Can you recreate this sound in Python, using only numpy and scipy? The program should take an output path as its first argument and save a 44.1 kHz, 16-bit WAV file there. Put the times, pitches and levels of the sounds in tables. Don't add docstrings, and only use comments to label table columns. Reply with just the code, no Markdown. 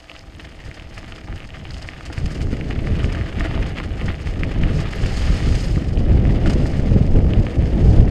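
import sys
import numpy as np
from scipy import signal
from scipy.fft import rfft, irfft
from scipy.io import wavfile
from scipy.ndimage import map_coordinates

SR = 44100
rng = np.random.default_rng(int(sys.argv[2]) if len(sys.argv) > 2 else 0)


def digitize_waveform(pressure):
    field = np.atleast_2d(pressure).T
    bounded = np.clip(field, -1, 1)
    quanta = np.round(bounded * 32767).astype(np.int16)
    wavfile.write(sys.argv[1], SR, quanta)


N = 357210

# t/s, level/dB
GRAVEL = [(0.0, -50), (1.0, -47), (1.8, -45), (2.8, -43), (3.1, -39), (3.35, -38.5), (3.63, -36.5),
          (3.92, -40), (4.3, -43), (4.72, -36), (5.0, -36.5), (5.35, -34), (5.88, -43.5), (6.55, -38.5),
          (7.1, -42.5), (8.1, -40)]
# f/Hz, level/dB
TREAD_SPECTRUM = [(30, -41), (150, -6.5), (240, -7), (315, 14), (400, -8), (520, 6), (590, 1), (668, -3.5),
                  (780, 5), (1000, -7.5), (1600, -29.5), (8000, -100)]
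GRIT_SPECTRUM = [(60, -55), (300, -16), (700, -0.5), (1000, -2), (1400, 1), (2000, 4.5), (2900, -3),
                 (3700, -7), (5000, -22.5), (8000, -29.5), (12000, -34.5), (16000, -56)]
EDDY_SPECTRUM = [(70, -22.5), (150, -1), (220, -0.5), (320, -4), (450, -8.5), (650, -16), (800, -24.5),
                 (1000, -31.5), (1600, -40.5), (4000, -96), (10000, -120)]
MERGE_DB_PER_S = 1


def rolling():
    # t/s, length/s, loss/dB
    lifts = [(0.35, .08, 1), (0.52, 0.057, 2.5), (1.22, 0.11, 3.5), (1.49, 0.065, 6), (3.325, 0.07, 7.5),
             (3.735, 0.036, 6), (3.89, 0.17, 2), (4.2, 0.091, 1.5), (7.225, 0.15, 3.5), (8.08, 0.17, 2.5)]
    # f/Hz, level/dB
    leaf_spectrum = [(200, -59), (1000, -15), (2500, -0.5), (3700, -1), (4800, -1), (5800, -3), (7000, -4),
                     (8500, -8.5), (10000, -15), (12500, -25), (14500, -28.5), (16000, -42)]
    sizzle_spectrum = [(2000, -25), (6000, 3), (9500, -4), (12500, -7), (15000, -13)]
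    t = np.arange(N) / SR
    lift_db, drift_db = humps(lifts), leaf_drifts()
    grit_db = curve(GRAVEL) - lift_db
    leaves_db = leaf_litter(t) + drift_db - lift_db / 2
    uneven = amp(-0.12 * (t - 3.0) - 0.3 * drift_db)
    bumps = uneven * wobble(40)
    cushion_db = 0.22 * drift_db
    tread = noise(TREAD_SPECTRUM) * amp(-44.5 + 0.93 * (grit_db + 43.5) - cushion_db + 0.56 * bumps)
    grit = crackle(GRIT_SPECTRUM, 800 * amp(grit_db + 43.5) / uneven ** 2, spread_db=8.0, blur=0.75)
    grit *= amp(grit_db - 2.0 + 1.6 * bumps)
    leaves = crackle(leaf_spectrum, 1700 * amp(leaves_db + 55.5), spread_db=0.5, blur=1.0)
    patchy = amp(-0.45 * (leaves_db + 48))
    flutter_db = 0.35 * bumps + 2.65 * np.minimum(uneven, 1) * wobble(90)
    leaves *= amp(leaves_db - 3.5 + patchy * flutter_db)
    pebbles = ticks(2360, octaves=0.48, size_db=6, count=1000)
    pebbles *= amp(-50.5 + 0.68 * (grit_db + 36.5) + 2.5 * bumps)
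    stalks = ticks(5230, octaves=0.8, size_db=18, count=900) * amp(-62.5 + (leaves_db + 49) / 2)
    flakes = ticks(7600, octaves=0.6, size_db=22, count=800) * amp(-65.5 + 0.53 * (leaves_db + 48))
    sizzle = amp(-68.5) * noise(sizzle_spectrum)
    return tread + grit + pebbles + leaves + stalks + flakes + sizzle


def leaf_litter(t):
    return -58 + 0.73 * t


def leaf_drifts(edge_share=0.17):
    # t in/s, t out/s, gain/dB
    drift_spans = [(1.712, 3.758, 3.5), (4.714, 4.832, 10), (4.929, 5.79, 15), (6.403, 6.84, 6),
                   (7.82, 7.986, 7)]
    t = np.arange(N) / SR
    drift_db = np.zeros(N)
    for enter, leave, db in drift_spans:
        edge_s = edge_share * (leave - enter)
        drift_db += db * (np.tanh((t - enter) / edge_s) - np.tanh((t - leave) / edge_s)) / 2
    return drift_db


def crunches(rise_share=0.18):
    # t/s, length/s, grit level/dB, leaf level/dB
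    big_patches = [(0.1, 0.038, -52, -63), (0.399, 0.014, -37.5, -60), (0.451, 0.012, -40.5, -62),
                   (.49, 0.0097, -47, -69), (0.66, 0.041, -43, -58), (0.747, 0.021, -49, -54),
                   (0.778, 0.027, -39.5, -69), (0.983, 0.018, -41, -55), (1.087, 0.029, -44, -59),
                   (1.362, 0.016, -45, -60), (1.475, 0.0072, -50, -60), (1.548, 0.018, -38, -76),
                   (1.717, 0.014, -43, -58), (1.74, 0.014, -54, -52), (1.78, 0.029, -53, -55),
                   (1.823, 0.02, -37.5, -53), (1.878, 0.018, -42, -55), (2.061, 0.025, -38, -49.5),
                   (2.13, 0.015, -36, -50), (2.177, 0.032, -42, -53.5), (2.26, 0.0065, -40, -43.5),
                   (2.313, 0.024, -36.5, -49.5), (2.354, 0.022, -39, -52.5), (2.421, 0.022, -38, -49.5),
                   (2.525, 0.049, -47, -58), (2.569, 0.0085, -33.5, -53), (2.71, 0.022, -35, -57),
                   (2.758, .016, -38, -68), (2.793, .012, -36, -68), (2.87, 0.011, -36, -55),
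                   (2.956, 0.016, -38, -58), (2.996, 0.024, -34.5, -68), (3.042, 0.028, -43, -49.5),
                   (3.099, 0.027, -37, -61), (3.125, 0.014, -36, -51), (3.151, 0.01, -33, -53),
                   (3.263, 0.013, -36, -62), (3.291, 0.02, -38, -59), (3.403, 0.025, -36, -52.5),
                   (3.452, 0.024, -31.5, -51.5), (3.548, 0.028, -37, -61), (3.667, .014, -50, -54),
                   (3.693, .016, -40, -57), (3.78, 0.033, -33.5, -55), (3.84, 0.02, -36, -52),
                   (3.985, 0.049, -42, -64), (4.064, 0.016, -42, -48.5), (4.09, 0.028, -34, -69),
                   (4.283, 0.065, -41, -56), (4.396, 0.014, -39, -52), (4.517, 0.014, -33.5, -56),
                   (4.809, 0.027, -37, -49.5), (4.912, .008, -43, -49), (4.93, 0.012, -32.5, -51),
                   (4.956, 0.012, -49, -57), (5.022, 0.017, -50, -47.5), (5.065, 0.013, -45, -44.5),
                   (5.183, 0.058, -60, -47.5), (5.554, .014, -36, -47), (5.613, .04, -43, -48),
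                   (5.646, 0.013, -40, -47), (6.469, 0.025, -35, -47.5), (6.503, 0.019, -31, -45.5),
                   (6.535, 0.0087, -35.5, -46), (6.67, 0.018, -50, -51.5), (7.067, 0.01, -44, -57.5),
                   (7.161, 0.01, -33.5, -62), (7.45, 0.015, -45.5, -58)]
    # f/Hz, level/dB
    crush_spectrum = [(200, -56), (1000, -15), (2500, -6), (3700, -2), (4800, 0.5), (5800, -2),
                      (7000, -2.5), (8500, -6), (10000, -14), (12500, -23), (14500, -29), (16000, -38)]
    t = np.arange(N) / SR
    grit_power, leaf_power = np.zeros(N), np.zeros(N)
    for s, length, grit_db, leaves_db in big_patches + small_patches():
        near = slice(max(int((s - 0.1) * SR), 0), int((s + 0.15) * SR))
        age = np.maximum((t[near] - s) / (length * rise_share) + 2.5, 0) / 2
        grit_power[near] += amp(grit_db) ** 2 * swell(age)
        leaf_power[near] += amp(leaves_db) ** 2 * swell(age)
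    grit = amp(-3.0) * crackle(GRIT_SPECTRUM, 1500, spread_db=4.5, blur=0.6)
    bump = amp(-5.5) * noise(TREAD_SPECTRUM)
    pebbles = amp(-3.0) * ticks(2155, octaves=0.59, size_db=6.5, count=5000)
    leaves = amp(6.5) * crackle(crush_spectrum, 2500, spread_db=8.5, blur=0.44)
    return np.sqrt(grit_power) * (grit + bump + pebbles) + np.sqrt(leaf_power) * leaves


def small_patches(count=60, length_s=0.0097, spread_db=1):
    s = scattered_times(count)
    grit_offset, leaf_offset = spread_db * rng.standard_normal((count, 2)).T - MERGE_DB_PER_S * s
    grit_db = np.interp(s, *np.transpose(GRAVEL)) + 5.5 + grit_offset
    leaves_db = leaf_litter(s) - 5.5 + leaf_offset
    return list(zip(s, np.full(count, length_s), grit_db, leaves_db))


def stones(crack_hz=5200, knock_hz=884, scatter_t60=0.086):
    # t/s, snap level/dB, snap f/Hz, knock level/dB
    big_stones = [(0.095, -35, 2720, -38), (0.0973, -23.5, 2500, -40), (0.1155, -26, 2840, -29),
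                  (0.1641, -26, 2600, -38), (0.1924, -31.5, 5020, -50), (0.2385, -46, 2050, -34),
                  (0.4036, -28, 2890, -43), (0.4462, -32, 1700, -32), (0.4508, -33, 2400, -40),
                  (0.7135, -26.5, 2150, -40), (0.7974, -25, 2600, -37), (0.9784, -19.5, 2100, -28),
                  (1.03, -29, 1740, -28), (1.1228, -23, 2700, -35), (1.161, -29.5, 2880, -48),
                  (1.273, -36, 2040, -40), (1.326, -24, 1760, -34), (1.3785, -31, 2780, -43),
                  (1.4035, -26, 2450, -40), (1.4316, -32, 2430, -44), (1.4503, -30, 1900, -45),
                  (1.5045, -28, 2780, -40), (1.538, -33, 2240, -47), (1.557, -26, 1900, -42),
                  (1.653, -23, 2480, -27), (1.7066, -31, 4170, -45), (1.7085, -29.5, 4600, -48),
                  (1.7447, -36, 4830, -50), (1.786, -33, 2260, -42), (1.8272, -29, 4520, -45),
                  (1.888, -16, 2130, -21), (1.9355, -25, 2050, -37), (1.965, -30, 1780, -34),
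                  (2.0086, -25.5, 1580, -26), (2.1791, -18, 1860, -26), (2.611, -19.5, 2160, -36),
                  (2.7091, -18, 2000, -27), (2.8714, -18, 1990, -25), (3.044, -16.5, 2200, -28),
                  (3.2115, -21, 1910, -37), (3.4076, -14, 1900, -30), (3.4605, -23, 1900, -19),
                  (3.5112, -24, 1900, -21), (3.577, -26, 1700, -21), (3.6275, -22, 1850, -29),
                  (3.6325, -23, 2300, -28), (3.7852, -17.5, 2110, -32), (3.8010, -17, 1810, -15),
                  (4.013, -20, 2230, -27), (4.089, -20, 2200, -25), (4.1035, -22, 1800, -30),
                  (4.144, -24, 2130, -33), (4.272, -19.5, 2060, -22), (4.4342, -11, 2130, -29),
                  (4.6358, -14, 2150, -25), (4.935, -18.5, 1860, -27), (4.985, -22.5, 2400, -34),
                  (5.06, -17.5, 2080, -30), (5.404, -21, 1900, -21), (5.428, -25, 2290, -34),
                  (5.7595, -24, 1880, -30), (5.974, -25.5, 2720, -37), (6.253, -24.5, 1800, -24),
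                  (6.298, -27, 1800, -23), (6.4592, -19, 1790, -26), (6.658, -27, 1910, -24),
                  (7.267, -30, 2000, -28), (7.3355, -17.5, 2640, -32), (7.467, -19, 2130, -21)]
    t = np.arange(SR // 20) / SR
    pops, scatter = np.zeros(N), np.zeros(N)
    for s, db, hz, knock_db in big_stones + small_stones():
        ring, hollow, brittle = rng.standard_normal(3)
        snap = amp(db + 1.8) * pop(t, hz, rise_cycles=0.86 * np.exp(0.18 * ring))
        crack_db = -37 + 0.28 * (db + 15.5) + 3 * brittle
        crack = amp(crack_db) * pop(t, crack_hz, rise_cycles=0.56)
        knock = amp(knock_db) * pop(t, knock_hz * 2 ** (0.28 * hollow), rise_cycles=0.53)
        add_at(pops, s, crack + snap + knock)
        add_at(scatter, s, amp(db - 26 - 60 * t / scatter_t60))
    return pops + scatter * noise(GRIT_SPECTRUM)


def small_stones(count=32, spread_db=2, centre_hz=2160, octaves=0.32, knock_db=-9):
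    s = scattered_times(count)
    size, pitch = rng.standard_normal((count, 2)).T
    db = np.interp(s, *np.transpose(GRAVEL)) + 16.5 + spread_db * size - MERGE_DB_PER_S * s
    return list(zip(s, db, centre_hz * 2 ** (octaves * pitch), db + knock_db))


def frame_rattle(chatter_s=0.0143, contacts=4, rise_s=0.00027):
    # t/s, level/dB
    jolts = [(0.1, -46), (0.449, -50), (1.12, -39), (1.155, -44), (1.283, -40.5), (1.888, -41.5),
             (2.1, -37), (2.527, -40.5), (3.043, -38), (3.171, -32.5), (3.406, -30.5), (3.449, -32),
             (3.547, -41), (3.8, -30), (4.014, -33), (4.082, -34), (4.1, -34), (6.459, -27.5), (6.657, -35)]
    # f/Hz, level/dB, t60/s
    frame_modes = [(312, 3, 0.14), (510, 0.5, 0.034), (665, 3, 0.17), (836, -2, 0.05), (1053, -4.5, 0.069),
                   (1226, -2, 0.081), (1410, 1.5, 0.048), (1837, 4.5, 0.031)]
    t = np.arange(SR // 8) / SR
    hz, mode_db, t60 = np.transpose(frame_modes)[:, :, None]
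    attack = 1 - np.exp(-t / rise_s)
    rattle = np.zeros(N)
    for s, db in jolts:
        for k in range(contacts):
            delay = chatter_s * (k + 0.865 * rng.random() * (k > 0)) / contacts
            decays = amp(mode_db + 4.7 * rng.standard_normal(hz.shape) - 60 * t / t60)
            modes = decays * np.sin(2 * np.pi * (hz * t + rng.random(hz.shape)))
            add_at(rattle, s + delay, amp(db - 4 - 16 * k) * modes.sum(0) * attack)
    return rattle


def wind(breeze_db=-23):
    # t/s, level/dB
    airflow = [(0.0, -51), (0.33, -41), (1.2, -36.5), (2.02, -37), (2.22, -28), (2.75, -23.5),
               (3.45, -24.5), (4.22, -28.5), (4.45, -20.5), (4.93, -25.5), (5.85, -23), (6.05, -15.5),
               (6.55, -15), (6.78, -16.5), (7.3, -15.5), (7.52, -19.5), (7.92, -12.5), (8.1, -15)]
    # crest t/s, length/s, gain/dB
    gusts = [(0.676, 0.1, 7.5), (1.327, 0.11, 9.5), (1.7, 0.18, 5), (2.25, 0.088, 7.5), (2.35, 0.051, 2.5),
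             (2.46, 0.21, 3.5), (2.65, 0.32, 1.5), (2.78, .06, -3), (2.925, 0.18, 6.5), (3.06, 0.21, 5),
             (3.15, 0.064, 1.5), (3.58, 0.22, 5.5), (4.06, 0.13, 9.5), (4.71, 0.38, 7), (4.78, 0.06, 3.5),
             (5.058, 0.11, 6), (5.274, 0.26, 5.5), (5.505, 0.22, 9), (5.714, 0.26, 4.5), (5.9, .07, -0.5),
             (5.99, 0.064, 4), (6.08, 0.055, -1.5), (6.49, 0.086, 1.5), (6.72, 0.13, -4), (6.97, 0.1, 2),
             (7.07, 0.066, -1.5), (7.165, 0.14, 4), (7.295, .07, 3), (7.395, 0.071, 7), (7.52, 0.044, -5),
             (7.59, 0.073, 3.5), (7.7, 0.071, -5), (7.99, 0.12, 4)]
    # f/Hz, level/dB
    buffet_spectrum = [(8, -13.5), (20, -2), (45, -1), (70, -2), (105, -5.5), (160, -11), (250, -24.5),
                       (500, -42), (1000, -91), (3000, -120)]
    roar_spectrum = [(150, -33.5), (350, -6.5), (520, 4.5), (760, -1.5), (950, -14.5), (1400, -31.5),
                     (4000, -86.5)]
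    airflow_db, gust_db = curve(airflow), humps(gusts)
    over_breeze_db = airflow_db - breeze_db
    buffet_db = 1.2 + airflow_db + gust_db + 1.6 * wobble(22)
    rush_db = -31 + over_breeze_db + 0.66 * gust_db + 0.67 * wobble(22)
    flurry = wobble(70)
    roar_db = -49 + 1.52 * over_breeze_db + 0.3 * gust_db + 0.72 * flurry
    buffet = unit(noise(buffet_spectrum) * amp(0.8 * flurry))
    rush = unit(noise(EDDY_SPECTRUM) * amp(0.63 * flurry + 2.3 * wobble(180)))
    return amp(buffet_db) * buffet + amp(rush_db) * rush + amp(roar_db) * noise(roar_spectrum)


def wind_slaps(puff_rise_s=0.0042, puff_t60=0.061):
    # t/s, level/dB, push f/Hz, relative puff level/dB
    close_eddies = [(1.293, -25, 71, -16), (2.177, -10, 77, -17), (2.407, -8, 70, -30),
                    (2.529, -4, 190, -12), (2.816, -8, 84, -9), (2.908, -9, 90, -21),
                    (2.933, -13, 171, -16), (3.038, -2.5, 72, -12), (3.908, -6, 63.6, -35),
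                    (4.037, -9.5, 71.6, -26), (4.632, -3, 125, -34), (5.768, -3.5, 125, -12),
                    (6.792, -4.5, 109, -21), (6.916, -1, 125, -12), (6.961, 4.5, 160, -14),
                    (7.01, 3, 120, -19), (7.181, 0, 105, -16), (7.995, 3.5, 122, -13)]
    t = np.arange(SR // 8) / SR
    attack = 1 - np.exp(-t / puff_rise_s)
    push, puff = np.zeros(N), np.zeros(N)
    for s, db, push_hz, puff_db in close_eddies:
        add_at(push, s, amp(db - 5.5) * pop(t, push_hz, rise_cycles=0.43))
        add_at(puff, s, amp(db + puff_db - 60 * t / puff_t60) * attack)
    return push + puff * noise(EDDY_SPECTRUM)


def camera_case(x):
    # f/Hz, width/Hz, gain/dB
    resonances = [(653.5, 56, 10), (1222, 146, 6), (1790, 290, 1.5), (2950, 590, 4.5), (4320, 200, 5),
                  (4960, 790, 8), (5880, 360, -2.5), (6390, 930, 3.5), (8350, 390, 3)]

    def gain_db(hz):
        return sum(db / (1 + (2 * (hz - centre) / width) ** 2) for centre, width, db in resonances) - 2
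    return filtered(x, gain_db)


def crackle(spectrum, per_second, spread_db, blur):
    chance = np.clip(per_second / SR, 1e-5, 1)
    sizes = amp(spread_db * np.minimum(rng.standard_normal(N), 2)) * rng.choice([-1, 1], N)
    grains = unit((rng.random(N) < chance) * sizes / np.sqrt(chance))
    return coloured(grains + blur * rng.standard_normal(N), spectrum)


def ticks(centre_hz, octaves, size_db, count):
    t = np.arange(SR // 200) / SR
    when, pitch, size, ring = rng.random((count, 4)).T[:, :, None]
    hz = centre_hz * 2 ** (octaves * (2 * pitch - 1))
    waves = amp(size_db * size ** 2) * pop(t, hz, rise_cycles=0.5 + ring)
    where = (when * N).astype(int) + np.arange(len(t))
    return unit(np.bincount(where.ravel(), waves.ravel(), N)[:N])


def pop(t, hz, rise_cycles):
    return swell(t * hz / rise_cycles) * np.sin(2 * np.pi * hz * t)


def swell(age):
    return age ** 2 * np.exp(2 * (1 - age))


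def noise(spectrum):
    return coloured(rng.standard_normal(N), spectrum)


def coloured(x, spectrum):
    f, level = np.transpose(spectrum)
    return unit(filtered(x, lambda hz: np.interp(np.log(hz + 1), np.log(f), level)))


def filtered(x, gain_db, size=16384):
    cepstrum = irfft(np.log(amp(gain_db(np.fft.rfftfreq(size, 1 / SR)))))
    cepstrum[1:size // 2] *= 2
    cepstrum[size // 2 + 1:] = 0
    return signal.fftconvolve(x, irfft(np.exp(rfft(cepstrum))))[:N]


def curve(rows):
    return np.interp(np.arange(N) / SR, *np.transpose(rows))


def humps(rows):
    t = np.arange(N) / SR
    return sum(db * np.cos(np.pi * np.clip((t - s) / length, -0.5, 0.5)) for s, length, db in rows)


def wobble(rate):
    return map_coordinates(rng.standard_normal(int(N * rate / SR) + 4), [np.arange(N) * rate / SR])


def scattered_times(count):
    return (np.arange(count) + rng.random(count)) / count * N / SR


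def add_at(track, s, sound):
    span = track[round(s * SR):][:len(sound)]
    span += sound[:len(span)]


def amp(db):
    return 10 ** (np.asarray(db) / 20)


def unit(x):
    return x / np.sqrt(np.mean(x ** 2) + 1e-20)


def scene():
    tyres = camera_case(rolling() + crunches() + stones())
    return (tyres + frame_rattle() + wind() + wind_slaps())[None]


def record(dry, top_hz=15300, fade_s=0.004):
    rounded = dry / (1 + np.abs(dry) ** 4) ** (1 / 4)
    fade_out = np.minimum(np.arange(N)[::-1] / (fade_s * SR), 1)
    band_limit = signal.ellip(12, 0.1, 90, top_hz, fs=SR, output="sos")
    return signal.sosfilt(band_limit, rounded * fade_out)


dry = scene()
out = record(dry)
digitize_waveform(out)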